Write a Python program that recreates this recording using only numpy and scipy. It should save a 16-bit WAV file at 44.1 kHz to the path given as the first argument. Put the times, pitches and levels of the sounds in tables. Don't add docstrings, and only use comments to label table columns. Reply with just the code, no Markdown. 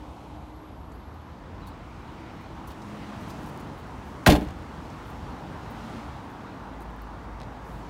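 import sys
import numpy as np
from scipy import signal
from scipy.fft import rfft, irfft
from scipy.io import wavfile
from scipy.ndimage import uniform_filter1d

SR = 44100
rng = np.random.default_rng(int(sys.argv[2]) if len(sys.argv) > 2 else 0)


def master(y):
    cut = np.clip(np.atleast_2d(y).T, -1, 1)
    pcm = np.round(cut * 32767)
    wavfile.write(sys.argv[1], SR, pcm.astype(np.int16))


def rack_gain(trim_db):
    fader = np.asarray(trim_db, float)
    return 10 ** (fader / 20)


N = 348063

# pitch_hz, density_db (per Hz)
RUMBLE_SPECTRUM = [(20, -51), (35, 2), (50, 13), (80, 10.5), (110, 1), (170, -59)]
# pitch_hz, density_db (per Hz)
ENGINE_SPECTRUM = [(60, -15.5), (110, 0), (200, -3), (310, -4), (400, -12.5), (520, -17.5), (800, -54.5)]
# pitch_hz, density_db (per Hz)
TYRE_SPECTRUM = [(250, -28), (420, -5), (620, -4), (900, 0), (1150, -4), (1500, -9.5), (2100, -19),
                 (3500, -47.5)]
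# pitch_hz, density_db (per Hz)
SPRAY_SPECTRUM = [(1000, -10.5), (1900, -3.5), (3000, -6.5), (4500, -12), (6500, -20), (9000, -30),
                  (16000, -60)]
# pitch_hz, level_db
BOOT_COLOUR = [(100, 0.5), (500, 1), (1000, 0), (1700, -4.5), (2600, 1), (4000, 1.5), (8000, -3)]
# time_s, share
INSIDE_SHARE = [(0, 1.4), (.9, 0.38), (1.6, 0), (2.6, 0)]
# closest_s, half_width_s, engine_db, tyre_db, spray_db
PASSES = [(.1, 0.36, -60, -51.5, -62.5), (1.6, .3, -51, -62, -63), (2.3, 0.38, -47.5, -56, -58),
          (3.05, 0.18, -45.5, -50, -55.5), (3.28, 0.21, -53, -52, -54.5), (3.5, 0.23, -40, -47.5, -61),
          (4.1, 0.55, -47.5, -54.5, -59.5), (4.9, 0.29, -44, -51, -58.5), (5.3, 0.24, -50, -50.5, -57.5),
          (5.6, 0.23, -43, -47, -63), (5.92, .18, -45.5, -49, -51.5), (6.45, 0.32, -46, -48, -63),
          (7.452, 0.27, -56, -49, -69), (7.9, .2, -49, -52, -59.5)]
# closest_s, half_width_s, level_db
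LORRIES = [(0, .06, -45), (.43, 0.059, -43.5), (.95, 0.17, -44.5), (1.5, 0.22, -44.5), (2.4, 0.46, -46),
           (3.65, 0.48, -45.5), (4.602, 0.25, -42), (5.45, 0.28, -42.5), (6.1, .12, -46),
           (7.3, 0.35, -47.5)]
# start_s, end_s, start_hz, end_hz, level_db
HUMS = [
    (-.3, 1.0, 57.9, 62, -49),
    (2.7, 3.3, 208, 209, -46),
    (5.7, 6.06, 224.4, 226, -42),
    (6.2, 8.7, 54.6, 51, -44),
    (6.9, 8.8, 284.5, 276, -64),
]
# start_s, end_s, start_hz, end_hz, level_db
BOOMS = [
    (-.3, 1.1, 299.2, 313.3, -52),
    (.9, 1.28, 74.4, 80, -43),
    (1.4, 2.1, 86.3, 96.5, -46.5),
    (2.0, 3, 325, 324, -52),
    (6.15, 7.1, 199, 185.8, -53),
    (5.8, 6.15, 275, 300, -50),
    (6.12, 6.36, 258, 261.3, -47),
    (6.45, 6.85, 270, 265, -52.5),
]
# start_s, end_s, start_hz, end_hz, level_db
SQUEALS = [
    (-.5, 1.5, 11620, 11550, -85),
    (.2, 1.55, 11530, 11560, -78.5),
    (.1, 1.45, 11150, 11150, -84),
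    (2.26, 2.46, 13650, 13400, -84),
    (4.7, 5.7, 12500, 13500, -85),
    (5.6, 6.1, 13000, 12900, -85),
    (5.6, 7.2, 11200, 11000, -89),
    (6.8, 8.5, 11000, 10900, -89),
    (6.6, 8, 3700, 3600, -76),
]
# start_s, end_s, start_hz, end_hz, level_db
WHINES = [(1.4, 2.75, 2350, 2200, -64.5)]
# pitch_hz, density_db (per Hz)
RUSTLE_SPECTRUM = [(3000, -32), (5500, 1), (7500, -0.5), (10000, -5), (13000, -10), (16000, -14)]
# peak_s, half_width_s, level_db
GUSTS = [(.15, 0.27, -70), (2.1, .3, -74), (2.9, 0.15, -66.5), (3.33, 0.21, -63.5), (4.2, 0.33, -68.5),
         (5.0, 0.43, -68.5), (5.9, 0.19, -64.5), (7.0, 0.77, -76.5), (7.9, 0.22, -69.5)]
# pitch_hz, t60_s
LOT_DECAY = [(100, 0.33), (500, 0.37), (2000, 0.25), (6000, 0.16), (12000, 0.13)]
# start_s, length_s, start_hz, end_hz, level_db
CHIRPS = [(.93, .04, 4600, 4570, -68), (.99, 0.033, 3900, 3800, -64), (1.035, .025, 3600, 3700, -68),
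          (1.616, 0.031, 4150, 3900, -56), (1.652, .02, 4000, 3900, -60), (1.668, .012, 3900, 3600, -55),
          (1.675, .017, 4300, 4400, -54), (1.712, .016, 3900, 4000, -60)]
# start_s, length_s, level_db, lowest_hz
SCUFFS = [(.93, .04, -72, 9000), (1.14, .01, -68, 12500), (1.665, 0.018, -60, 10000),
          (1.667, .026, -58, 5000), (2.405, .035, -70, 9000), (2.67, 0.02, -53, 8050),
          (2.69, 0.025, -62, 5000), (2.712, .016, -58, 5000), (3.2, 0.036, -64, 6000),
          (3.28, .02, -61, 9000), (3.297, .02, -57, 7000), (3.46, 0.026, -67, 6000),
          (3.594, .022, -61, 5030), (3.77, 0.047, -68, 10100), (4.04, 0.087, -70, 8150),
          (5.05, .07, -70, 10000), (5.095, .02, -62, 8000), (5.7, 0.024, -61, 9700), (6.29, .04, -70, 9000),
          (6.804, .008, -60, 8000), (6.815, .02, -60, 5500), (7.63, 0.18, -67, 7000)]
# start_s, length_s, level_db, lowest_hz
SCRAPES = [
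    (0.917, .012, -64, 5000),
    (2.672, 0.025, -58, 3300),
    (2.701, 0.026, -53.5, 2500),
    (2.815, 0.013, -59, 3200),
    (3.295, .02, -52, 3300),
    (7.395, 0.062, -61, 1905),
]
# start_s, peak_db, lowest_hz, top_hz
GRIT = [(3.423, -49, 9000, 15000), (3.4325, -44, 5500, 13000), (3.4425, -41, 5000, 16000),
        (3.4625, -38, 3500, 14000), (3.4715, -39, 5000, 17000), (3.480, -46, 9000, 16000),
        (3.4895, -39, 3500, 17000), (3.497, -38, 3500, 15000), (3.563, -45, 5000, 16000),
        (3.5755, -37, 3500, 16500), (3.597, -46, 8000, 16000), (3.604, -45, 6000, 14000),
        (3.612, -45, 5000, 12000), (3.87, -46, 4500, 11000), (1.674, -45, 6000, 16000),
        (4.2394, -45, 5000, 12000), (4.903, -43, 5200, 7000), (6.907, -52, 9000, 17000),
        (6.963, -48, 11000, 17000), (7.019, -36, 12500, 18000), (2.820, -45, 3000, 7000),
        (2.826, -48, 4500, 7000), (7.4023, -36, 2000, 5600), (7.410, -40, 1600, 5000),
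        (7.4163, -34, 1700, 5200), (7.4325, -39, 1700, 3800), (7.434, -43, 2000, 5500),
        (7.4355, -45, 2500, 6000)]
# pitch_hz, level_db, t60_s
STRUT_MODES = [(3480, -50, .7), (3590, -51, .7), (9350, -44, .3), (9620, -45, .3), (10300, -48, .3),
               (11250, -43, .3), (11560, -46, .3), (11800, -30, .04), (13600, -28, .04)]
# pitch_hz, density_db (per Hz)
THUD_SPECTRUM = [(90, -30), (200, -1), (400, 4), (700, 0), (1200, -29)]
# pitch_hz, level_db, t60_s
CABIN_MODES = [(48.4, 1, .2), (61.5, -1, 0.24), (80, 4.5, 0.12), (99, -3, 0.1), (118, -3, .1),
               (130, -12, 0.14), (152, -7, 0.053)]
# pitch_hz, level_db, t60_s
PANEL_MODES = [(195, 8, 0.083), (235.8, -1, 0.1), (301.5, 1.5, 0.14), (381, -2.5, 0.089), (430, -4, 0.1),
               (554, -9, 0.1), (603, -1, 0.069), (700, -0.5, 0.062), (747, -4, 0.074), (882, -25, 0.097),
               (1020, -0.5, 0.11), (1150, -17, 0.06), (1220, -20, 0.03), (1490, -17, 0.045)]
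# pitch_hz, level_db, t60_s
LATCH_MODES = [(1590, 0, .03), (1890, -4, .03), (2150, -14, .025), (2612, -3, .035), (2940, -1, .04),
               (3257, -2, .04), (3612, -4, .03), (4231, -1, .035), (5150, -4, .025), (5766, -4, .025),
               (6900, -3, .025)]
# pitch_hz, density_db (per Hz)
RATTLE_SPECTRUM = [(470, -33), (800, 0), (1020, -7.5), (1810, -8.5), (3880, -13.5), (5050, -20),
                   (11600, -28), (16000, -29)]
# start_s, rattle_db, ring_db, favoured_hz
BLOWS = [(4.2623, -15.5, -18, 4800), (4.2638, -18, -5, 1640), (4.2682, -18, -6.5, 700),
         (4.2718, -12.5, -23, 3050), (4.2705, -45, -13, 195), (4.2775, -21, -6, 200),
         (4.283, -26, -6.5, 73.6), (4.289, -25, -6.5, 540), (4.2975, -20, -21, 2800),
         (4.302, -23, -21, 4240), (4.3085, -23, -7, 318), (4.3165, -26.5, -11.5, 222),
         (4.3215, -23, -22, 4330), (4.329, -30, -21, 580), (4.337, -32, -14.5, 70),
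         (4.351, -40, -19.5, 580), (4.3525, -30, -28, 2200), (4.357, -35, -38, 3600),
         (4.3615, -33, -37, 3500), (4.2995, -22, -22, 5400), (4.3055, -24, -25, 3300),
         (4.3105, -28, -29, 4200), (4.331, -33, -32, 5600), (4.2745, -20, -18, 2700)]
# start_s, rattle_db, ring_db, favoured_hz
REBOUNDS = [(4.367, -45, -18, 310), (4.383, -49, -26.5, 275), (4.4095, -41, -46, 4500),
            (4.416, -43, -54, 3000), (4.427, -45, -56, 5000), (4.436, -47, -58, 6500),
            (4.412, -54, -36, 680), (4.419, -44, -25.5, 270), (4.467, -48, -27, 80),
            (4.474, -48, -56, 5700), (4.486, -47, -48, 5700), (4.448, -46, -54, 5200),
            (4.501, -47, -38, 80), (4.506, -47, -49, 6500), (4.606, -59, -62, 605), (4.622, -52, -56, 5130),
            (4.661, -58, -58, 3030)]

RING_S = 0.3


def evened(x):
    return x / np.sqrt(np.mean(x ** 2) + 1e-20)


def read(points, hz):
    f, value = np.transpose(points)
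    return np.interp(np.log(hz + 1), np.log(f + 1), value)


def add(mix, start_s, sound):
    at = round(start_s * SR)
    sound = sound[max(-at, 0):]
    part = mix[max(at, 0):][:len(sound)]
    part += sound[:len(part)]


def coloured(x, points):
    gain = rack_gain(read(points, np.fft.rfftfreq(len(x), 1 / SR)))
    return evened(irfft(rfft(x) * gain, len(x)))


def band(x, low_hz, high_hz):
    edges = [low_hz, min(high_hz, 0.45 * SR)]
    return signal.sosfilt(signal.butter(2, edges, "band", fs=SR, output="sos"), x)


def smoothed_twice(x, size):
    return uniform_filter1d(uniform_filter1d(x, size), size)


def swell(steady_db, events):
    s, half_width, db = np.transpose(events)[:, :, None]
    t = np.arange(0, N + 256, 256) / SR
    nearness = 1 / (1 + ((t - s) / half_width) ** 2) ** 1.32
    power = rack_gain(steady_db + 0 * t) ** 2 + (rack_gain(db) ** 2 * nearness).sum(0)
    return np.interp(np.arange(N) / SR, t, np.sqrt(power))


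def traffic():
    rumble_db, patchy_db = -56, 1.0
    road_db = (-46, -46, -59)
    shield_db = (-3, -4, -4.5)
    frames, hz = N // 256 + 5, np.fft.rfftfreq(1024, 1 / SR)
    patches = uniform_filter1d(rng.standard_normal((frames, 513)), 14, 0)
    patches = evened(uniform_filter1d(patches, 10, 1))
    inside = np.interp(np.arange(frames) * 256 / SR, *np.transpose(INSIDE_SHARE))[:, None]
    field = rack_gain(patchy_db * patches + inside * read(BOOT_COLOUR, hz)).T

    shelter = np.interp(np.arange(0, N + 256, 256) / SR, (0.84, 3.2), (1, 0))
    s, half_width, *near_db = np.transpose(PASSES)
    gains = [swell(rumble_db, LORRIES)]
    for road, shield, db in zip(road_db, shield_db, near_db):
        gains.append(swell(road + shield * shelter, np.transpose([s, half_width, db])))

    out = np.zeros(N)
    spectra = (RUMBLE_SPECTRUM, ENGINE_SPECTRUM, TYRE_SPECTRUM, SPRAY_SPECTRUM)
    for spectrum, gain in zip(spectra, gains):
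        noise = coloured(rng.standard_normal(N), spectrum)
        z = signal.stft(noise, nperseg=1024, noverlap=768)[2]
        layer = signal.istft(z * field[:, :z.shape[1]], nperseg=1024, noverlap=768)[1][:N]
        out += gain * evened(layer)
    return out


def drone(start_s, end_s, start_hz, end_hz, width_hz, db, steady=1.0):
    size = round((end_s - start_s) * SR)
    wander = [1, 1j] @ rng.standard_normal((2, 4 * SR))
    for _ in range(2):
        wander = signal.lfilter([1], [1, -np.exp(-np.pi * width_hz / SR)], wander)
    wander = wander[SR:SR + size]
    wander = steady + wander / np.sqrt(np.mean(abs(wander) ** 2))
    turn = np.exp(2j * np.pi * np.cumsum(np.linspace(start_hz, end_hz, size)) / SR)
    fade = signal.windows.tukey(size, 0.6)
    return start_s, rack_gain(db) * evened((turn * wander).real) * fade


def squeal(*row):
    start_s, sound = drone(*row, steady=0)
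    throb = evened(smoothed_twice(rng.standard_normal(2 * SR), 400))[:len(sound)]
    return start_s, sound * rack_gain(2.5 * throb)


def leaves():
    draws = rng.standard_normal((2, N))
    taps = draws[0] * rack_gain(2.0 * draws[1])
    return swell(-79.5, GUSTS) * coloured(taps, RUSTLE_SPECTRUM)


def lot(x):
    taps = np.zeros(SR // 2)
    at = np.arange(300, SR // 2 - 20, 20)
    taps[at + rng.integers(0, 20, len(at))] = rng.choice([-1., 1.], len(at))
    hz, t, z = signal.stft(taps, SR, nperseg=256)
    decay = rack_gain(-60 * t / read(LOT_DECAY, hz)[:, None])
    tail = signal.istft(z * decay, SR, nperseg=256)[1]
    return signal.fftconvolve(x, tail / np.linalg.norm(tail))[:N]


def chirp(start_s, length_s, start_hz, end_hz, db):
    size = round(length_s * SR)
    waver = evened(uniform_filter1d(rng.standard_normal(4000), 60))[:size]
    hz = np.linspace(start_hz, end_hz, size) + 120 * waver
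    return start_s, rack_gain(db) * np.sin(2 * np.pi * np.cumsum(hz) / SR) * np.hanning(size) ** 0.7


def scuff(start_s, length_s, db, low_hz, high_hz):
    draws = rng.standard_normal((2, 8000))
    u = np.arange(8000) / SR / length_s
    grains = draws[0] * rack_gain(3.0 * draws[1])
    stroke = np.minimum(u / 0.22, 1) * np.exp(-u ** 3)
    return start_s, rack_gain(db) * evened(band(grains, low_hz, high_hz)) * stroke


def crack(start_s, db, low_hz, high_hz):
    t = np.arange(400) / SR
    crumbs = 0.12 * rng.standard_normal(400) * np.exp(-t / 0.001)
    snap = band(crumbs + (t == 0), low_hz, high_hz)
    return start_s, rack_gain(db) * snap / abs(snap).max()


def rings(modes, strengths):
    t = np.arange(0, RING_S, 1 / SR)
    hz, db, t60 = np.transpose(modes)[:, :, None]
    sines = rack_gain(db - 60 * t / t60) * np.sin(2 * np.pi * hz * t)
    return (strengths[:, None] * sines).sum(0)


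def struts():
    ring = rings(STRUT_MODES, np.ones(len(STRUT_MODES)))
    chatter = evened(smoothed_twice(rng.standard_normal(len(ring)), 90))
    return 4.272, ring * (1 + 0.6 * chatter)


def thud():
    level_db, rise_s, t60_s = -19, 0.012, 0.3
    t = np.arange(0, RING_S, 1 / SR)
    noise = coloured(rng.standard_normal(len(t)), THUD_SPECTRUM)
    return 4.266, noise * (1 - np.exp(-t / rise_s)) * rack_gain(level_db - 60 * t / t60_s)


def blow(start_s, rattle_db, ring_db, favoured_hz, dull_db=0):
    t = np.arange(0, RING_S, 1 / SR)
    body = CABIN_MODES + PANEL_MODES + LATCH_MODES

    hardness = favoured_hz / 450
    tilt_db = dull_db + 0.56 * np.log2(hardness)
    t60_s = 0.07 * hardness ** -0.24
    colour = [(hz, db + tilt_db * np.log2(hz / 3000)) for hz, db in RATTLE_SPECTRUM]
    draws = rng.standard_normal((2, len(t)))
    rattle = coloured(draws[0] * rack_gain(2.5 * draws[1]), colour)
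    rattle = rattle * rack_gain(-60 * t / t60_s) * np.minimum(t / 0.0015, 1)

    chance = rng.uniform(0.7, 1, len(body))
    detune = 1 + 0.2 * (np.roll(chance, 1) - 0.85)
    bent = np.array(body) * np.stack([detune, np.ones(len(body)), chance], 1)
    octaves_off = np.log2(np.transpose(body)[0] / favoured_hz)
    ring = rings(bent, chance / (1 + (octaves_off / 0.64) ** 4))
    seals = 1 - np.exp(-t * favoured_hz * 2.4)
    return start_s, rack_gain(rattle_db) * rattle + rack_gain(ring_db - 1.5) * ring * seals


def scene():
    far, near = traffic() + leaves(), np.zeros(N)
    glides = ((HUMS, drone, 5.5), (BOOMS, drone, 25), (SQUEALS, squeal, 310), (WHINES, squeal, 780))
    for table, source, width_hz in glides:
        for *glide, db in table:
            add(far, *source(*glide, width_hz, db))

    fizzes = [(*row, 17000) for row in SCUFFS]
    scrapes = [(*row, 1.95 * row[-1]) for row in SCRAPES]
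    rebounds = [(*row, -2) for row in REBOUNDS]
    hits = ((CHIRPS, chirp), (fizzes + scrapes, scuff), (GRIT, crack), (BLOWS + rebounds, blow))
    for table, source in hits:
        for row in table:
            add(near, *source(*row))
    add(near, *struts())
    add(near, *thud())
    return (far + near + rack_gain(-14.5) * lot(near))[None]


def top_cut(x):
    return signal.sosfilt(signal.butter(12, 16530, fs=SR, output="sos"), x)


def record(dry):
    wet = dry + rack_gain(-91) * rng.standard_normal(dry.shape)
    wet = signal.sosfilt(signal.butter(2, 38.0, "high", fs=SR, output="sos"), wet)
    ceiling = 1.05
    held = ceiling * np.tanh(wet / ceiling)
    treble_limit = signal.firwin(2001, 15790, window=("kaiser", 8), fs=SR)
    held = signal.oaconvolve(held, treble_limit[None], "same")
    return top_cut(held)


dry = scene()
out = record(dry)
master(out)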